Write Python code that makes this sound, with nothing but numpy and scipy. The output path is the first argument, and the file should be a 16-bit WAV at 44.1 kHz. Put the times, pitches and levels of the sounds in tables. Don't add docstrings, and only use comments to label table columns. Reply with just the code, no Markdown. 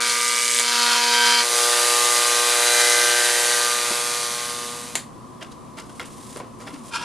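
import sys
import numpy as np
from scipy import signal
from scipy.fft import rfft, irfft, next_fast_len
from scipy.io import wavfile
from scipy.ndimage import uniform_filter1d, map_coordinates

SR = 44100
rng = np.random.default_rng(int(sys.argv[2]) if len(sys.argv) > 2 else 0)


def store_wav(level_fs):
    pcm = np.round(np.clip(np.atleast_2d(level_fs), -1, 1) * 32767)
    wavfile.write(sys.argv[1], SR, pcm.T.astype(np.int16))


N = 310464

STROKE_HZ, FIRST_STROKE_S = 119.986, .0053

# (multiple of the stroke rate, level against the clatter [dB])
HUM_TRACING = [(1, -39.5), (2, -26), (3, -27.5), (4, -15.5), (5, -24), (6, -38), (8, -22.5), (9, -40),
               (10, -14), (11, -22), (12, -27), (13, -22), (14, -23), (16, -21), (17, -16), (18, -23),
               (19, -16), (20, -30), (21, -34), (24, -16), (30, -19)]
HUM_BEARING = [(2, -23), (3, -31), (4, -17), (5, -31.5), (6, -20), (8, -9.5), (10, -14.5), (11, -21),
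               (12, -20), (13, -14), (14, -17.5), (16, -21.5), (17, -23), (18, -19), (19, -16), (20, -18.5),
               (21, -21.5), (22, -19.5)]
HUM_LIFTED = [(2, -39), (3, -24), (4, -13), (5, -18), (6, -21), (7, -20), (8, -21.5), (9, -19), (10, -15.5),
              (12, -23.5), (13, -18), (15, -24.5), (16, -21.5), (17, -22.5), (18, -24), (19, -31),
              (20, -21.5), (21, -26), (28, -24), (33, -18)]
HUM_RAISED = [(3, -24.5), (4, -15), (5, -17.5), (6, -20.5), (7, -21.5), (8, -24), (9, -28), (10, -17),
              (11, -26), (12, -23), (13, -12.5), (14, -25), (15, -25), (16, -20.5), (17, -17), (18, -24.0),
              (20, -20.5), (21, -32), (24, -27), (25, -32), (26, -20.5), (30, -35), (32, -23), (33, -17),
              (34, -25), (36, -30), (40, -32)]
HUMS = {"tracing": (HUM_TRACING, 0.014), "bearing": (HUM_BEARING, 0.026), "lifted": (HUM_LIFTED, 0.042),
        "raised": (HUM_RAISED, 0.041)}
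# (time [s], centre [Hz], lift before each source's share [dB], low hum [dB])
GRIP = [(0, 1380, 2.5, -4), (.6, 1280, -2, -1.5), (.85, 1250, 6.5, 1), (.92, 1300, 4, 0),
        (1.05, 1450, -2.5, 1.5), (1.28, 1610, 7, 2), (1.43, 1460, 1.5, -1), (1.75, 1410, 5.5, 2.5),
        (2.02, 1170, 1.5, 0.5), (2.25, 1150, 0.5, -0.5), (2.5, 1270, 4.5, 0), (2.849, 1700, 8.5, 2.5),
        (3.2, 1750, 8, 1.5), (3.55, 1830, 7, 1), (3.85, 1300, 6.5, -0.5), (4.9, 1120, 7.5, 1)]
# (frequency [Hz], level [dB])
CLICK_COLOUR = [(180, -51), (300, -10), (847, -4), (1450, -8), (2100, 0.5), (2550, -7), (4360, -3.5),
                (5390, -15), (7100, -3), (10500, -8), (14500, -30)]
# (frequency [Hz], width [Hz], relative level [dB])
SHEET = [(966, 28, 4), (1100, 75, -9), (1380, 36, 7.5), (1670, 24, 6), (2100, 90, -18), (2450, 100, 1.5),
         (2810, 51, 1), (3110, 88, 0.5), (3560, 280, -9), (4440, 120, -4), (5000, 140, -4), (5600, 90, -1),
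         (6900, 300, -17), (8100, 210, -10)]
# (time [s], relative knock [dB], relative rattle [dB],
# relative tick [dB], mode that the spot favours [Hz], mode level [dB], hard contact level [dB],
# rise [s], nominal decay [s])
TAPS = [(3.903, -28, -41, -52, 606, -32, -40, 0.0047, 0.14),
        (5.406, -36, -36, -41, 3150, -40, -47, 0.019, 0.1),
        (5.51, -65, -52, -48, 3900, -48, -44, 0.0077, 0.11),
        (5.767, -38, -36.5, -37.5, 2250, -44, -29, 0.02, 0.14),
        (5.893, -44, -48, -51, 1500, -46, -40, .003, .05),
        (5.9964, -31.5, -28, -43, 2090, -26, -23, 0.00049, 0.085),
        (6.012, -39, -49, -52, 1400, -37, -39, 0.0018, .13),
        (6.361, -30, -48, -47, 388, -26.5, -30, 0.00068, .035),
        (6.37, -41, -44, -40, 1000, -39, -30, 0.00089, 0.073),
        (6.4009, -27.5, -55, -62, 990, -29, -36, 0.00044, 0.044),
        (6.594, -39, -47, -45, 1300, -50, -39, 0.011, 0.48),
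        (6.664, -38, -36, -60, 800, -34, -30, 0.0092, 0.19),
        (6.73, -48, -42, -47, 280, -26, -35, 0.012, .1),
        (7.012, -32.5, -36, -47, 1420, -36, -27.5, 0.0042, 0.044)]


def amp(db):
    return np.exp(np.asarray(db) * np.log(10) / 20)


def unit(x):
    return x / np.sqrt(np.mean(x ** 2) + 1e-20)


def clock():
    return np.arange(N) / SR


def gain(points, hz):
    f, db = np.transpose(points)
    outside = np.minimum(1, hz / f[0]) ** 2 * np.minimum(1, f[-1] / (hz + 1)) ** 2
    return amp(np.interp(np.log(hz + 1), np.log(f), db)) * outside


def curves(rows):
    s, *cols = np.transpose(rows)
    return [np.interp(clock(), s, c) for c in cols]


def wobble(rate):
    knots = rng.standard_normal(int(N * rate / SR) + 4)
    coarse = np.linspace(0, N / SR, 2 ** 11)
    return np.interp(clock(), coarse, map_coordinates(knots, [coarse * rate]))


def filtered(x, response):
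    m = next_fast_len(N + SR // 4, True)
    spectrum = rfft(x, m) * response(np.fft.rfftfreq(m, 1 / SR))
    return irfft(spectrum, m)[..., :N]


def coloured(x, points):
    return filtered(x, lambda hz: gain(points, hz))


def causal(gains):
    cepstrum = irfft(np.log(gains + 1e-6))
    half = len(cepstrum) // 2
    fold = np.r_[1, np.full(half - 1, 2), 1, np.zeros(half - 1)]
    return np.exp(rfft(cepstrum * fold))


def resonate(x, table):
    def modes(f):
        total = 0
        for k, (centre, width, db) in enumerate(table):
            damping = 1j * f * width
            total = total + (-1) ** k * amp(db) * damping / (centre ** 2 - f * f + damping)
        return total
    return unit(filtered(x, modes))


def noise():
    return rng.standard_normal((2, N))


def stereo(pair, width):
    side = coloured(pair[1], width)
    return np.array([pair[0] + side, pair[0] - side])


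def blow(s, rise, t60):
    age = np.maximum(clock() - s, 0)
    decay = amp(-60 * np.clip(age - rise, 0, 2 * t60) / t60)
    return np.minimum(age / rise, 1) * decay


def swell(start, end, attack, release, db, growth_db):
    age = clock() - start
    gate = np.clip(age / attack, 0, 1) * np.clip(1 - (clock() - end) / release, 0, 1)
    return gate * amp(db + growth_db * np.clip(age, 0, end - start))


def faded():
    start_s, end_s = 2.94, 5.13
    return np.clip((clock() - start_s) / (end_s - start_s), 0, 1)


def strokes(contacts, jitter, scatter_db, limp_db):
    k = np.arange(int(N / SR * STROKE_HZ))
    train = np.zeros(N + SR)
    for delay, db in contacts:
        slack = rng.standard_normal(len(k)) + wobble(5)[k * N // len(k)]
        at = ((k + delay) / STROKE_HZ + FIRST_STROKE_S + jitter * slack) * SR
        size = amp(db + scatter_db * rng.standard_normal(len(k)) + limp_db * (-1) ** k)
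        cells = at.astype(int)[:, None] + np.arange(-4, 6)
        pulses = size[:, None] * np.sinc(cells - at[:, None])
        train += np.bincount(np.abs(cells).ravel(), pulses.ravel(), N + SR)
    return train[:N]


def clatter(contacts, colour, modes, jitter, scatter_db, crack_t60, tail_db, tail_t60,
            rasp_db, snap_db, turn):
    # (frequency [Hz], level [dB])
    rasp_colour = [(150, -33), (500, -7), (1000, -6.5), (2000, 0), (4000, -0.5), (10000, 1.5)]
    ring_colour = [(1700, -48), (2500, -2), (5000, -2.5), (12000, 0)]
    train = strokes(contacts, jitter, scatter_db, limp_db=-0.4)
    t = np.arange(SR // 6) / SR
    attack = np.minimum(1, (t + 1 / SR) / .0001)
    decay = attack * np.hypot(amp(-60 * t / crack_t60), amp(tail_db - 60 * t / tail_t60))

    def dense_ring():
        modes_cloud = decay * rng.choice([-1, 1], (2, len(t)))
        return signal.oaconvolve(train[None], modes_cloud, axes=1)[:, :N]

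    drift = turn * clock() + 0.36 * wobble(2.01)
    ring = unit(dense_ring() * np.cos(drift) + dense_ring() * np.sin(drift))
    energy = np.abs(signal.oaconvolve(train ** 2, decay ** 2)[:N])
    rasp = unit(np.sign(noise()) * np.sqrt(energy))
    first_contacts = unit(strokes(contacts[:1], jitter, scatter_db, limp_db=0))
    snap = -amp(snap_db) * first_contacts * np.array([[1], [0]])

    def body(f):
        lift_db = sum(db / (1 + (2 * (f - hz) / width) ** 2) for hz, width, db in modes)
        return causal(gain(colour, f) * amp(lift_db))

    mix = coloured(ring + snap, ring_colour) + amp(rasp_db) * coloured(rasp, rasp_colour)
    return unit(filtered(mix, body))


def hum(force, wander_db):
    # (order, time [s], width [s], change at its middle [dB])
    resonances = [(19, 0.27, .15, 4), (19, 0.97, 0.18, -6), (12, .93, 0.094, 7), (13, 1.2, 0.065, 4),
                  (11, 1.24, 0.13, 4), (10, 2.08, 0.3, 5.5), (17, 2.93, 0.16, 4), (16, 3.35, .25, 3),
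                  (10, 3.69, 0.12, 5)]
    free_lag_s, loosen_s = 0.00113, .4
    share = force / (force.sum(0) + 1e-6)
    tables = [{round(k): amp(db) for k, db in table} for table, _ in HUMS.values()]
    unsteady = np.array([spread for _, spread in HUMS.values()]) @ share
    free = uniform_filter1d(share[2:].sum(0), int(loosen_s * SR))
    phase = 2 * np.pi * STROKE_HZ * (clock() - FIRST_STROKE_S - free_lag_s * free)
    low_gain = amp(curves(GRIP)[-1])
    out = np.zeros(N)
    for k in sorted(set().union(*tables)):
        size = np.array([table.get(k, 0) for table in tables]) @ force
        if k <= 8:
            size = size * low_gain
        tuned_db = sum(db * np.exp(-((clock() - s) / width) ** 2)
                       for order, s, width, db in resonances if round(order) == k)
        wandering_db = wander_db * np.sqrt(k) * wobble(5.035)
        lag = rng.uniform(-0.65, 1.27) + k * unsteady * wobble(9)
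        out += np.sqrt(2) * size * amp(tuned_db + wandering_db) * np.cos(k * phase + lag)
    return out


def gripped(x, share):
    width_hz = 370
    hz, t, z = signal.stft(x, SR, nperseg=512)
    s, *cols = np.transpose(GRIP)
    centre, lift_db, _ = (np.interp(t, s, c) for c in cols)
    bell = 1 / (1 + (2 * (hz[:, None] - centre) / width_hz) ** 2)
    return signal.istft(z * amp(share * lift_db * bell), nperseg=512)[1][:N]


def singing():
    # (frequency [Hz], width [Hz], delay [cycles], start [s], end [s], attack [s], release [s],
    # level [dB], growth [dB per s])
    modes = [(3150, 110, 0, 0.94, 1.408, 0.3, 0.029, -25, -4),
             (4300, 77, 0.066, 0.76, 0.96, 0.054, .08, -30.5, -4),
             (4770, 110, .45, .98, 1.408, 0.14, 0.022, -25, -5),
             (4330, 180, 0, 1.36, 1.408, .04, 0.032, -27, 0), (4700, 130, 0, 1.46, 1.85, .08, .08, -34, -4),
             (4550, 120, 0, 3.3, 4.9, 0.25, .08, -30, -3.5)]
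    out = np.zeros(N)
    for hz, width, delay, *gesture in modes:
        train = strokes([(delay, 0)], jitter=.00003, scatter_db=2, limp_db=.4)
        out += swell(*gesture) * resonate(train, [(hz, width, 0)])
    return out


def engraver():
    # (hold, start [s], end [s], attack [s], release [s], level [dB],
    # growth [dB per s])
    holds = [("bearing", -.05, 0.023, .02, 0.5, -24, 0), ("tracing", -0.032, 0.592, .02, 0.09, -28, 12.3),
             ("bearing", 0.56, 1.408, 0.14, 0.044, -22, 2.7), ("lifted", 1.4, 1.49, .04, 0.11, -22, 0),
             ("lifted", 1.494, 2.45, 0.095, 0.29, -19.5, 0), ("raised", 2.45, 3.39, 0.3, 0.38, -18.5, 0),
             ("lifted", 3.364, 4.98, 0.38, 0.09, -19, 0)]
    # (delay [cycles], relative level [dB])
    tracing_contacts = [(-.012, 0), (.03, -4), (.13, -10), (.28, -10)]
    bearing_contacts = [(-.025, -6), (.04, 6.5), (.47, -0.5), (.58, -8)]
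    lifted_contacts = [(.005, -4.5), (.045, -2.5), (.14, -6.5), (.335, -3.5), (.84, -3.5)]
    # (frequency [Hz], level [dB])
    tracing_colour = [(410, -50), (700, -33), (902, -19), (986, -4), (1130, -1), (1180, -11), (1620, -7),
                      (1770, -10), (2220, -4), (2750, -10), (2970, -4.5), (7400, -4), (8410, -3),
                      (11000, -10.5), (14500, -28)]
    bearing_colour = [(700, -21), (1000, -1), (1600, -5.5), (2700, -11), (3300, -6.5), (3800, -5.5),
                      (4600, -3), (5500, -6.5), (6600, -8), (8000, -13), (9700, -13), (12900, -25),
                      (14500, -45)]
    lifted_colour = [(410, -9), (700, -8), (775, -3), (815, -5), (902, -7), (937, -1.5), (1130, -2.5),
                     (1180, -5.5), (1270, -2), (1520, -4), (1660, -4.5), (2750, -7.5), (3830, -3.5),
                     (9910, -9.5), (12500, -18), (14500, -26)]
    # (frequency [Hz], width [Hz], lift [dB])
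    ruler_modes = [(2150, 400, 3), (3000, 160, 0), (4850, 260, 3.5), (8250, 250, 3), (9300, 300, 2)]
    pressed_modes = [(2250, 240, 5), (3150, 300, 7.5), (4280, 160, 5), (4800, 280, 2)]
    casing_modes = [(2060, 1600, 2), (3120, 320, 1.5), (3990, 190, 2.5), (4690, 270, 3.5),
                    (5630, 350, -0.5), (6520, 360, 3), (10220, 5200, 5.5)]
    # (frequency [Hz], level [dB])
    flutter_colour = [(125, -41), (150, -8), (190, -26), (300, -9.5), (420, -6), (540, 0.5), (680, -15.5),
                      (900, -6.5), (1400, -10)]
    # (frequency [Hz], side gain [dB])
    rattle_width = [(60, 2), (200, -44), (500, -13), (1300, -15.5), (2500, -89), (4500, -31.5),
                    (6500, -12.5), (8000, -9), (10000, -9.5), (14000, -72)]
    idle_rattle_db = -29

    force = np.array([sum(swell(*row) for kind, *row in holds if kind == hold) for hold in HUMS])
    tracing = clatter(tracing_contacts, tracing_colour, ruler_modes, jitter=.000022, scatter_db=1.5,
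                      crack_t60=0.0012, tail_db=-25.5, tail_t60=0.26, rasp_db=5, snap_db=-4, turn=4.5)
    bearing = clatter(bearing_contacts, bearing_colour, pressed_modes, jitter=.00003, scatter_db=2.0,
                      crack_t60=0.0011, tail_db=-19, tail_t60=0.16, rasp_db=-1, snap_db=-13, turn=7.9)
    lifted = clatter(lifted_contacts, lifted_colour, casing_modes, jitter=.000025, scatter_db=1.2,
                     crack_t60=0.0018, tail_db=-19.5, tail_t60=0.19, rasp_db=0.5, snap_db=-10.5,
                     turn=4.476)
    loose = np.maximum(force[2] + force[3], amp(idle_rattle_db))
    metal = force[0] * tracing + force[1] * bearing + loose * lifted
    flutter_level = amp([-28, -24.5, -21.5, -20.5]) @ force
    flutter = flutter_level * unit(coloured(noise(), flutter_colour))
    rattle = np.array([gripped(part, 0.52) for part in metal]) + flutter
    buzz = gripped(hum(force, wander_db=0.52), 0.85)
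    return (1 - faded()) * (stereo(rattle, rattle_width) + buzz + singing())


def fan():
    # (frequency [Hz], level [dB])
    low_colour = [(15, -50), (25, -20), (123, -7.5), (183, -9), (234, 0.5), (329, -9.5), (367, -4.5),
                  (415, -17), (469, -10), (515, -13), (712, -18), (857, -40), (1000, -6), (1300, -32),
                  (2200, -120)]
    duct_colour = [(700, -6.5), (950, -5), (1130, 1.5), (1450, -15), (2200, -19), (5000, -22),
                   (10500, -23.5), (14000, -43)]
    # (frequency [Hz], relative level [dB])
    lines = [(59.2, -61), (118.4, -50), (150.7, -49), (209.9, -57), (360.7, -62)]
    # (frequency [Hz], side gain [dB])
    rush_width = [(60, -11), (110, 2.5), (200, -7), (380, -4.5), (690, -4), (1280, -2), (2360, -12.5),
                  (4350, -7), (8030, -1), (14800, 4)]
    faint_db, swelled_db = -57, -41
    low = unit(coloured(noise(), low_colour))
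    duct = unit(coloured(noise(), duct_colour))
    rush = amp(-2.5) * low + amp(-8) * duct
    tones = unit(sum(amp(db) * np.sin(2 * np.pi * hz * clock() + 1.5 * wobble(4)) for hz, db in lines))
    level = np.hypot(amp(faint_db), amp(swelled_db) * faded())
    return level * (stereo(rush, rush_width) + amp(-10.5) * tones)


def clicks():
    # (time [s], relative level [dB])
    snaps = [(0.597, -10), (4.954, -7.5)]
    # (frequency [Hz], relative level [dB], decay by 60 dB [s])
    steel = [(846, -26, .06), (2170, -8.5, .06), (3640, -9, .12), (4350, -19, .1), (6680, 6, 0.074),
             (7100, -6, 0.13), (7140, 4, .13), (7300, -4, .11), (9300, -15, .12)]
    crack, ring = np.zeros(N), np.zeros((2, N))
    t = np.arange(SR // 4) / SR
    for s, db in snaps:
        chatter = amp(-18.0) * blow(s + 0.0027, 0.0022, 0.015)
        tail = amp(-15.0) * blow(s, 0.0025, 0.23)
        crack += amp(db) * (blow(s, 0.00028, 0.0089) + chatter + tail)
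        for hz, level, t60 in steel:
            phase = rng.uniform(0, 2 * np.pi, (2, 1))
            decay = amp(db + level - 22.0 - 60 * t / t60)
            ring[:, round(s * SR):][:, :len(t)] += decay * np.sin(2 * np.pi * hz * t + phase)
    return amp(-4.0) * crack * unit(coloured(noise(), CLICK_COLOUR)) + ring


def scrape():
    # (start [s], end [s], attack [s], release [s],
    # relative level [dB], growth [dB per s])
    drags = [(0.86, 0.946, 0.03, .05, -28, 0), (6.9, 6.956, 0.047, .028, -36, 190),
             (6.959, 7.04, 0.024, .05, -33.5, -13)]
    # (frequency [Hz], level [dB])
    grit_colour = [(290, -46), (500, -16), (792, -21), (950, 4.5), (1110, -4.5), (1380, -5), (2000, -13),
                   (5420, -14.5), (10600, -20), (12900, -49), (14000, -111)]
    grains = noise() * amp(2.5 * rng.standard_normal(N))
    slips = unit(grains) * sum(swell(*row) for row in drags) * amp(2.1 * wobble(220))
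    t = np.arange(SR // 4) / SR
    weak_modes = amp(-60 * t / 0.052) * rng.standard_normal((2, len(t)))
    cloud = signal.oaconvolve(slips, weak_modes, axes=1)[:, :N]
    grit = unit(coloured(unit(cloud) + amp(-7.0) * unit(slips), grit_colour))
    return np.std(slips) * (amp(-2) * resonate(slips, SHEET) + amp(-1.8) * grit)


def taps():
    # (frequency [Hz], level [dB])
    knock_colour = [(120, -13), (280, -2), (600, -1.5), (1100, -11), (2200, -16)]
    rattle_colour = [(500, -29), (1000, -2), (2100, 0), (3300, -4), (5500, -22)]
    tick_colour = [(2000, -13), (4500, 4), (10000, -2.5), (12500, -14), (15000, -36)]
    mode_t60_s = 0.047
    shapes = np.array([blow(s, rise, 0.77 * decay) + amp(-7.5) * blow(s, rise + 0.0059, 0.26)
                       for s, *_, rise, decay in TAPS])
    knock, rattle, tick = amp(np.array(TAPS)[:, 1:4]).T @ shapes
    contacts = unit(noise() * amp(3.5 * wobble(260)))
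    metal = unit(unit(coloured(contacts, rattle_colour)) + amp(-6) * resonate(contacts, SHEET))
    crackle = unit(coloured(noise() * amp(4.0 * wobble(140)), tick_colour))
    thud = unit(coloured(noise(), knock_colour))
    ring = sum(amp(db) * blow(s, rise, mode_t60_s) * np.sin(2 * np.pi * hz * (clock() - s))
               for s, *_, hz, db, _, rise, _ in TAPS)
    return amp(-4.5) * (knock * thud + rattle * metal + tick * crackle) + ring


def clinks():
    envelope = sum(amp(db) * blow(s + rise, 0.00011, 0.0029) for s, *_, db, rise, _ in TAPS)
    crack = envelope * unit(coloured(noise(), CLICK_COLOUR))
    return crack + amp(-5) * np.std(crack) * resonate(crack, SHEET)


def paper():
    # (start [s], end [s], attack [s], release [s], level [dB], growth [dB per s])
    slides = [(5.82, 6.39, .07, 0.036, -54, 15), (6.568, 6.82, 0.025, .04, -57, 15),
              (6.832, 6.87, 0.028, 0.059, -44.5, 0)]
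    # (frequency [Hz], level [dB])
    hiss_colour = [(880, -54), (1500, -11), (2080, -9), (2460, -12), (3230, -7), (4440, -9), (9820, -5),
                   (14000, -26)]
    grains = noise() * amp(4.2 * rng.standard_normal(N) + 2.9 * wobble(130))
    return sum(swell(*row) for row in slides) * unit(coloured(grains, hiss_colour))


def scene():
    # (frequency [Hz], side gain [dB])
    handling_width = [(200, -16), (1000, -21), (2500, -25), (5000, -13), (9000, -5), (14000, -6)]
    handling = stereo(clicks() + scrape() + taps() + clinks() + paper(), handling_width)
    return engraver() + amp([[0.5], [-0.5]]) * fan() + handling


def record(dry):
    ceiling, top_hz = .76, 14700
    rounded = dry / (1 + np.abs(dry / ceiling) ** 5) ** (1 / 5)
    return filtered(rounded, lambda hz: hz < top_hz)


dry = scene()
out = record(dry)
store_wav(out)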